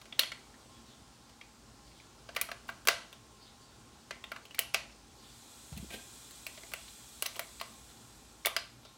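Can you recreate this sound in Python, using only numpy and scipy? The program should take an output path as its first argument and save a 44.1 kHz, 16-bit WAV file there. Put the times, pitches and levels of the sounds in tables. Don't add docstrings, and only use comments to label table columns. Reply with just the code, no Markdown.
import sys
import numpy as np
from scipy import signal
from scipy.fft import rfft, irfft, next_fast_len
from scipy.io import wavfile
from scipy.ndimage import uniform_filter1d, map_coordinates

SR = 44100
rng = np.random.default_rng(int(sys.argv[2]) if len(sys.argv) > 2 else 0)


def wav_out(sig):
    wavfile.write(sys.argv[1], SR, np.round(np.clip(np.atleast_2d(sig).T, -1, 1) * 32767).astype(np.int16))


def convert_level_to_amplitude(level_db):
    exponent = np.asarray(level_db, float) / 20
    return 10 ** exponent


N = 395577

# start_s, peak_db, hardness_db, mode_hz
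SNAPS = [(0.193, -23, 10.5, 4380), (0.2328, -34, -14, 3300), (2.349, -49.5, 1, 1930),
         (2.6814, -62, 12, 2870), (2.8726, -23.5, 6.5, 1700), (2.8846, -17.5, -1.5, 1610),
         (4.5907, -26.5, 13, 2920), (4.744, -24, 1, 2600), (6.4659, -40, 9, 2530), (7.223, -33, 12, 1280),
         (7.262, -35.5, 11.5, 6200)]
# start_s, peak_db, hardness_db, mode_hz
CLACKS = [(2.365, -24, -7, 2090), (2.5152, -32, -12, 1720), (2.689, -31, -66, 1510), (2.852, -48, 4, 1740),
          (4.108, -31, -21.5, 2090), (4.2395, -36.5, -14, 3600), (4.739, -44, 5, 2470),
          (4.7465, -31, -20, 710), (6.7361, -30.5, 1.5, 2820), (7.3472, -50, -12, 2470),
          (7.3936, -26.5, 2, 2220), (7.6122, -30.5, -7, 1160), (8.4684, -23, 2, 1210)]
# start_s, peak_db, hardness_db, mode_hz
TICKS = [(0.0145, -51, -2, 1240), (0.1238, -40.5, -42, 3500), (0.3178, -36.5, -17, 2250),
         (1.2944, -56, -12, 1160), (1.411, -46, -27, 2370), (1.914, -63, -14, 2250),
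         (1.9988, -55.5, -16, 2280), (2.413, -31, 16.5, 2430), (4.5456, -44.5, 0, 2300),
         (6.308, -57, 12, 4200), (7.599, -44.5, -4, 5000), (8.4486, -28.5, -28, 2260),
         (8.5647, -29.5, -1, 5020), (8.564, -26, -10, 1700)]
# start_s, peak_db, hardness_db, mode_hz
GRAZES = [(0.0546, -60.5, -7, 2340), (2.2885, -48, -59, 1710), (3.1275, -56, 7.5, 3540),
          (3.9364, -81, 5, 1430), (4.4528, -57.5, 3, 3080), (4.508, -58, -2, 2950), (5.7264, -59, 1, 1030),
          (5.765, -62, 5, 3160), (5.7747, -56, 16, 2700), (5.9034, -54.5, -12, 2300),
          (6.5754, -55.5, -6, 2100), (6.6331, -55, -12, 2150), (6.8786, -58.5, -14, 4160),
          (7.2582, -42, 3, 4050), (7.3574, -53, 0, 3240), (7.363, -53, 12, 1160), (7.8995, -66, -2, 3600),
          (8.4581, -33, 19, 3540), (8.85, -58, -8, 1410)]
# start_s, peak_db, hardness_db, mode_hz
PRESSES = [(0.19, -34, -25, 2160), (0.5395, -53, -19, 1920), (2.3625, -29, -1, 2570),
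           (2.4155, -34, 6, 2460), (2.4876, -35, -27, 1270), (2.697, -42, -1, 690),
           (2.8838, -22, -20, 1580), (2.8893, -22, -19, 2080), (4.3171, -30, -13, 1360),
           (4.361, -36.5, -21, 1670), (4.5834, -36, -20, 1970), (6.718, -42, -5, 1250)]
# knock_db, snap_db
KIND_COLOURS = [
    (-5.5, 9.5),
    (-8, 1),
    (-12, 7),
    (7.5, 14),
    (-15, -3.5),
]
# mode_hz, level_db, t60_s
SHELL_MODES = [(430, -11, .04), (620, -6, .04), (684, 6, .06), (780, -7, .04), (1200, 0, .03),
               (1400, -3, .025), (1585, 0, .035), (2035, 0, .03), (2280, 0, .025), (2450, -3, .025),
               (2740, -2, .02), (2950, -2, .02), (3250, -2, .015), (3700, -6, .007), (4350, -4, .006),
               (4900, -5, .006), (6100, -10, .005), (11000, -7, .003)]
# low_hz, high_hz
CONTACT_BANDS = [(410, 880), (1080, 2800), (2800, 6000), (9000, 17000)]
# freq_hz, t60_s
WALLS = [(300, 0.2), (800, 0.47), (2100, 0.41), (5500, 0.39), (10000, 0.39), (15000, 0.14)]
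# start_s, mode_hz, peak_db, t60_s
BENCH_THUDS = [
    (5.719, 150, -42.5, 0.24),
    (5.723, 66.6, -41.5, 0.66),
    (5.741, 97, -53, 0.15),
    (5.763, 75, -39, 0.1),
    (5.768, 200, -37, 0.086),
    (5.798, 120, -33, 0.027),
    (5.827, 205, -40, 0.077),
    (5.844, 314, -32.5, 0.016),
]
# time_s, level_db
LID_DRAG = [
    (5.89, -69),
    (5.904, -53.5),
    (5.948, -42),
    (5.964, -74),
    (6.0, -87),
]
# freq_hz, density_db
LID_SPECTRUM = [(150, -5), (250, -1), (450, -1.5), (735, -3), (971, -14), (1550, -15.5), (1700, -11),
                (3710, -5), (5070, -15), (8550, -16), (16000, -20)]
# centre_hz, width_hz, lift_db
LID_RINGS = [(227, 49, 5), (1573, 53, 21.5), (2260, 70, 0), (2480, 90, 11)]
# freq_hz, density_db
JET_SPECTRUM = [(900, -9), (2000, -9.5), (3000, -8.5), (4600, -5), (6000, -5), (8100, -7.5), (10000, -5.5),
                (15600, -13)]
# centre_hz, width_hz, lift_db
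NOZZLE_LINES = [(2420, 53, 12.5), (3400, 500, 9), (4050, 300, 6.5), (5560, 130, -1), (7300, 2000, 7),
                (8150, 600, 8)]
# freq_hz, density_db
WHISTLE_SPECTRUM = [(11300, -34), (11650, 9), (12000, -32)]
# freq_hz, density_db
FAN_SPECTRUM = [(45, -3.5), (62, 1.5), (82, -5), (125, -5), (186, -7), (235, -3.5), (350, -7.5),
                (600, -13.5), (1080, -13), (2050, -20), (4500, -17), (8000, -19.5), (10500, -30.5),
                (15800, -34)]
# centre_hz, width_hz, lift_db
FAN_LINES = [(52.3, 4.6, 10.5), (120, 9, 10.5), (229, 11.4, 5.5), (819, 71, 7), (1065, 9.3, 12.5),
             (1374, 41, 6.5), (9950, 200, -1), (9560, 260, 9)]
# start_s, length_s, from_hz, to_hz, level_db
BIRD_NOTES = [(0.688, 0.11, 3630, 3190, -67), (0.733, 0.056, 5160, 5300, -74),
              (0.854, 0.032, 4160, 4020, -62), (0.874, 0.054, 3900, 3030, -63.5),
              (1.1, 0.054, 4590, 4460, -72), (1.22, 0.063, 5080, 4600, -70),
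              (1.838, 0.052, 5020, 4260, -63), (1.899, 0.13, 4030, 3130, -66),
              (3.389, 0.058, 4720, 4390, -59.5), (3.439, 0.051, 3700, 3500, -61),
              (3.593, 0.046, 4860, 4460, -64), (3.664, 0.095, 3850, 3550, -69),
              (5.158, 0.067, 4580, 4340, -62.5), (5.217, 0.057, 3260, 3670, -61),
              (5.24, 0.12, 4370, 5000, -66), (8.804, 0.104, 3670, 3850, -63),
              (4.885, 0.063, 5200, 5000, -66)]
# low_hz, high_hz
MIC_BAND = [47, 16600]


def unit(x):
    return x / np.sqrt(np.mean(x ** 2) + 1e-20)


def row_norm(x):
    return np.linalg.norm(x, axis=1, keepdims=True)


def along(points, hz):
    point_hz, value = np.transpose(points)
    return np.interp(np.log(hz + 1), np.log(point_hz + 1), value)


def level(rows):
    time_s, level_db = np.transpose(rows)
    return convert_level_to_amplitude(np.interp(np.arange(N) / SR, time_s, level_db, left=-200, right=-200))


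def wobble(rate_hz):
    knots = rng.standard_normal(int(N * rate_hz / SR) + 4)
    return map_coordinates(knots, [np.arange(N) * rate_hz / SR])


def coloured(x, spectrum, lines=()):
    top_hz = 15900
    size = next_fast_len(N + 8192)
    hz = np.fft.rfftfreq(size, 1 / SR)
    lift_db = sum(db / (1 + (2 * (hz - centre) / width) ** 2) for centre, width, db in lines)
    inside = (hz > spectrum[0][0] / 2) * (hz < top_hz)
    gain = convert_level_to_amplitude(along(spectrum, hz) + lift_db) * inside
    return unit(irfft(rfft(x, size) * gain, size)[:N])


def patchy(depth_db):
    z = signal.stft(rng.standard_normal(N), nperseg=512)[2]
    field = uniform_filter1d(rng.standard_normal(z.shape), size=6, axis=0)
    field = uniform_filter1d(field, size=10, axis=1)
    return signal.istft(z * convert_level_to_amplitude(depth_db * unit(field)), nperseg=512)[1][:N]


def laid(table, sounds):
    out = np.zeros(N + SR)
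    for row, sound in zip(table, sounds):
        out[round(row[0] * SR):][:len(sound)] += sound
    return out[:N]


def contacts():
    typical_db, typical_hz = -31.5, 2180
    knock_per_db, knock_per_octave = 0.049, -3.5
    snap_per_db, snap_per_octave = 0.1, 1.4
    rows = []
    for table, (knock_db, snap_db) in zip([SNAPS, CLACKS, TICKS, GRAZES, PRESSES], KIND_COLOURS):
        start_s, peak_db, hard_db, mode_hz = np.transpose(table)
        octaves = np.log2(mode_hz / typical_hz)
        knock = knock_db + knock_per_db * (peak_db - typical_db) + knock_per_octave * octaves
        snap = snap_db + snap_per_db * hard_db + snap_per_octave * octaves
        rows += zip(start_s, peak_db, knock, snap, hard_db, mode_hz)
    return rows


def strikes(rows):
    chatter_s, rise_s = 0.011, 0.00049
    lead_db, lead_fades_db = -6, 5
    crack_db, crack_fades_db = 3, 2
    favour_db, favour_t60_s, favour_octaves = 9, .012, .25
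    scatter_db, nearby_db, tick_room_db = 1, 5, -5
    _, peak_db, knock_db, snap_db, tick_db, own_hz = np.transpose(rows)[..., None]
    hz, mode_db, t60_s = np.transpose(SHELL_MODES)[..., None]
    t = np.arange(SR // 12) / SR
    mode_chance = rng.standard_normal((len(rows), len(hz)))
    noise = rng.standard_normal((len(rows), len(t)))

    gentle = np.clip(-(peak_db + 26) / 22, 0, 2)
    soft = np.clip(-tick_db / 16, 0, 2)
    lasting_s = chatter_s * (2 + gentle ** 2)
    swell = 1 - np.exp(-(t / rise_s / (1 + 1.2 * soft)) ** 2)
    chatter = convert_level_to_amplitude(-60 * t / lasting_s) * swell * noise
    blow = convert_level_to_amplitude(lead_db - lead_fades_db * (gentle + soft)) * np.exp(-((t - rise_s) * SR) ** 2)
    chatter = chatter / row_norm(chatter) + blow

    modes = convert_level_to_amplitude(mode_db - 60 * t / t60_s) * np.sin(2 * np.pi * hz * t) / np.sqrt(t60_s * SR)
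    share = np.clip(.65 + gentle, 0, 1)
    own = convert_level_to_amplitude(favour_db - 60 * t / favour_t60_s) * np.sin(2 * np.pi * own_hz * t)
    own = share * own / np.sqrt(favour_t60_s * SR)
    own[:, :1] = convert_level_to_amplitude(crack_db - crack_fades_db * soft)
    nearby = np.exp(-(np.log2(hz.T / own_hz) / favour_octaves) ** 2)
    around = convert_level_to_amplitude(scatter_db * mode_chance + nearby_db * share * nearby) @ modes + own
    direct = signal.fftconvolve(chatter, around, axes=1)[:, :len(t)]

    near, far = 0, 0
    for rel_db, sent_db, edge in zip([knock_db, 0, snap_db, tick_db], [0, 0, 0, tick_room_db], CONTACT_BANDS):
        band = signal.butter(2, edge, "band", fs=SR, output="sos")
        a, b = signal.sosfilt(band, [direct, around])
        a = convert_level_to_amplitude(peak_db + rel_db) * a / np.abs(a).max(axis=1, keepdims=True)
        near = a - near
        far = convert_level_to_amplitude(sent_db) * b * row_norm(a) / row_norm(b) - far
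    return near, far


def workshop(rows, early_db=4):
    gap_s, early_s = 0.0027, 0.042
    hz, t, z = signal.stft(rng.standard_normal((len(rows), SR // 2)), SR, nperseg=256)
    decay = convert_level_to_amplitude(-60 * t / along(WALLS, hz)[:, None])
    tail = signal.istft(z * decay, SR, nperseg=256)[1]
    t = np.arange(tail.shape[1]) / SR
    tail = tail * (1 - np.exp(-(t / gap_s) ** 2)) * convert_level_to_amplitude(early_db * np.exp(-t / early_s))
    return signal.fftconvolve(rows, tail / row_norm(tail), axes=1)


def controller():
    room_db = -8
    rows = contacts()
    near, far = strikes(rows)
    both = laid(rows, near) + convert_level_to_amplitude(room_db) * laid(rows, workshop(far))
    return signal.sosfilt(signal.butter(2, 330, "high", fs=SR, output="sos"), both)


def lid_pickup():
    _, hz, peak_db, t60_s = np.transpose(BENCH_THUDS)[..., None]
    t = np.arange(SR // 4) / SR
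    onset = 1 - np.exp(-t / 0.0013)
    thuds = convert_level_to_amplitude(peak_db - 60 * t / t60_s) * np.sin(2 * np.pi * hz * t) * onset
    grains = rng.standard_normal(N) * convert_level_to_amplitude(1.6 * wobble(300))
    drag = level(LID_DRAG) * coloured(grains, LID_SPECTRUM, LID_RINGS)
    rough = convert_level_to_amplitude(2 * wobble(90))
    return rough * laid(BENCH_THUDS, thuds) + drag + convert_level_to_amplitude(-3.5) * workshop(drag[None])[0, :N]


def air_valve():
    open_s, rise_s, start_db, full_db = 5.04, .22, -22, -60
    shut_s, fall_db_per_s = 7.53, 12.6
    whistle_s, whistle_rise_s, whistle_db = 7.75, .25, -81.5
    t = np.arange(N) / SR
    opening_db = start_db * np.exp(-np.clip(t - open_s, 0, None) / rise_s)
    closing_db = fall_db_per_s * np.clip(t - shut_s, 0, None)
    flow = (t > open_s) * convert_level_to_amplitude(full_db + opening_db - closing_db)
    jet = flow * convert_level_to_amplitude(4.5 + .6 * wobble(3)) * coloured(patchy(depth_db=1.1), JET_SPECTRUM, NOZZLE_LINES)
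    leak = convert_level_to_amplitude(whistle_db) * np.clip((t - whistle_s) / whistle_rise_s, 0, 1)
    return jet + leak * coloured(rng.standard_normal(N), WHISTLE_SPECTRUM)


def birds():
    direct_db, echo_db = -6, 0
    _, length_s, from_hz, to_hz, level_db = np.transpose(BIRD_NOTES)[..., None]
    t = np.arange(SR // 6) / SR
    u = np.clip(t / length_s, 0, 1)
    phase = 2 * np.pi * np.cumsum(from_hz + (to_hz - from_hz) * u, axis=1) / SR
    warble = uniform_filter1d(rng.standard_normal(phase.shape), size=90, axis=1)
    notes = convert_level_to_amplitude(level_db + 3) * np.sin(np.pi * u) * np.sin(phase + 1.7 * unit(warble))
    echoes = workshop(notes, early_db=0)
    return convert_level_to_amplitude(direct_db) * laid(BIRD_NOTES, notes) + convert_level_to_amplitude(echo_db) * laid(BIRD_NOTES, echoes)


def fans():
    gain = convert_level_to_amplitude(-57.5 + .5 * wobble(1.6))
    return gain * coloured(patchy(depth_db=.8), FAN_SPECTRUM, FAN_LINES)


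def scene():
    return (controller() + lid_pickup() + air_valve() + birds() + fans())[None]


def low_pass(x):
    return signal.sosfilt(signal.butter(12, 17150, fs=SR, output="sos"), x)


def record(dry):
    ceiling = .52
    heard = signal.sosfilt(signal.butter(5, MIC_BAND, "band", fs=SR, output="sos"), dry)
    heard = heard / (1 + np.abs(heard / ceiling) ** 4) ** (1 / 4)
    return low_pass(heard)


dry = scene()
out = record(dry)
wav_out(out)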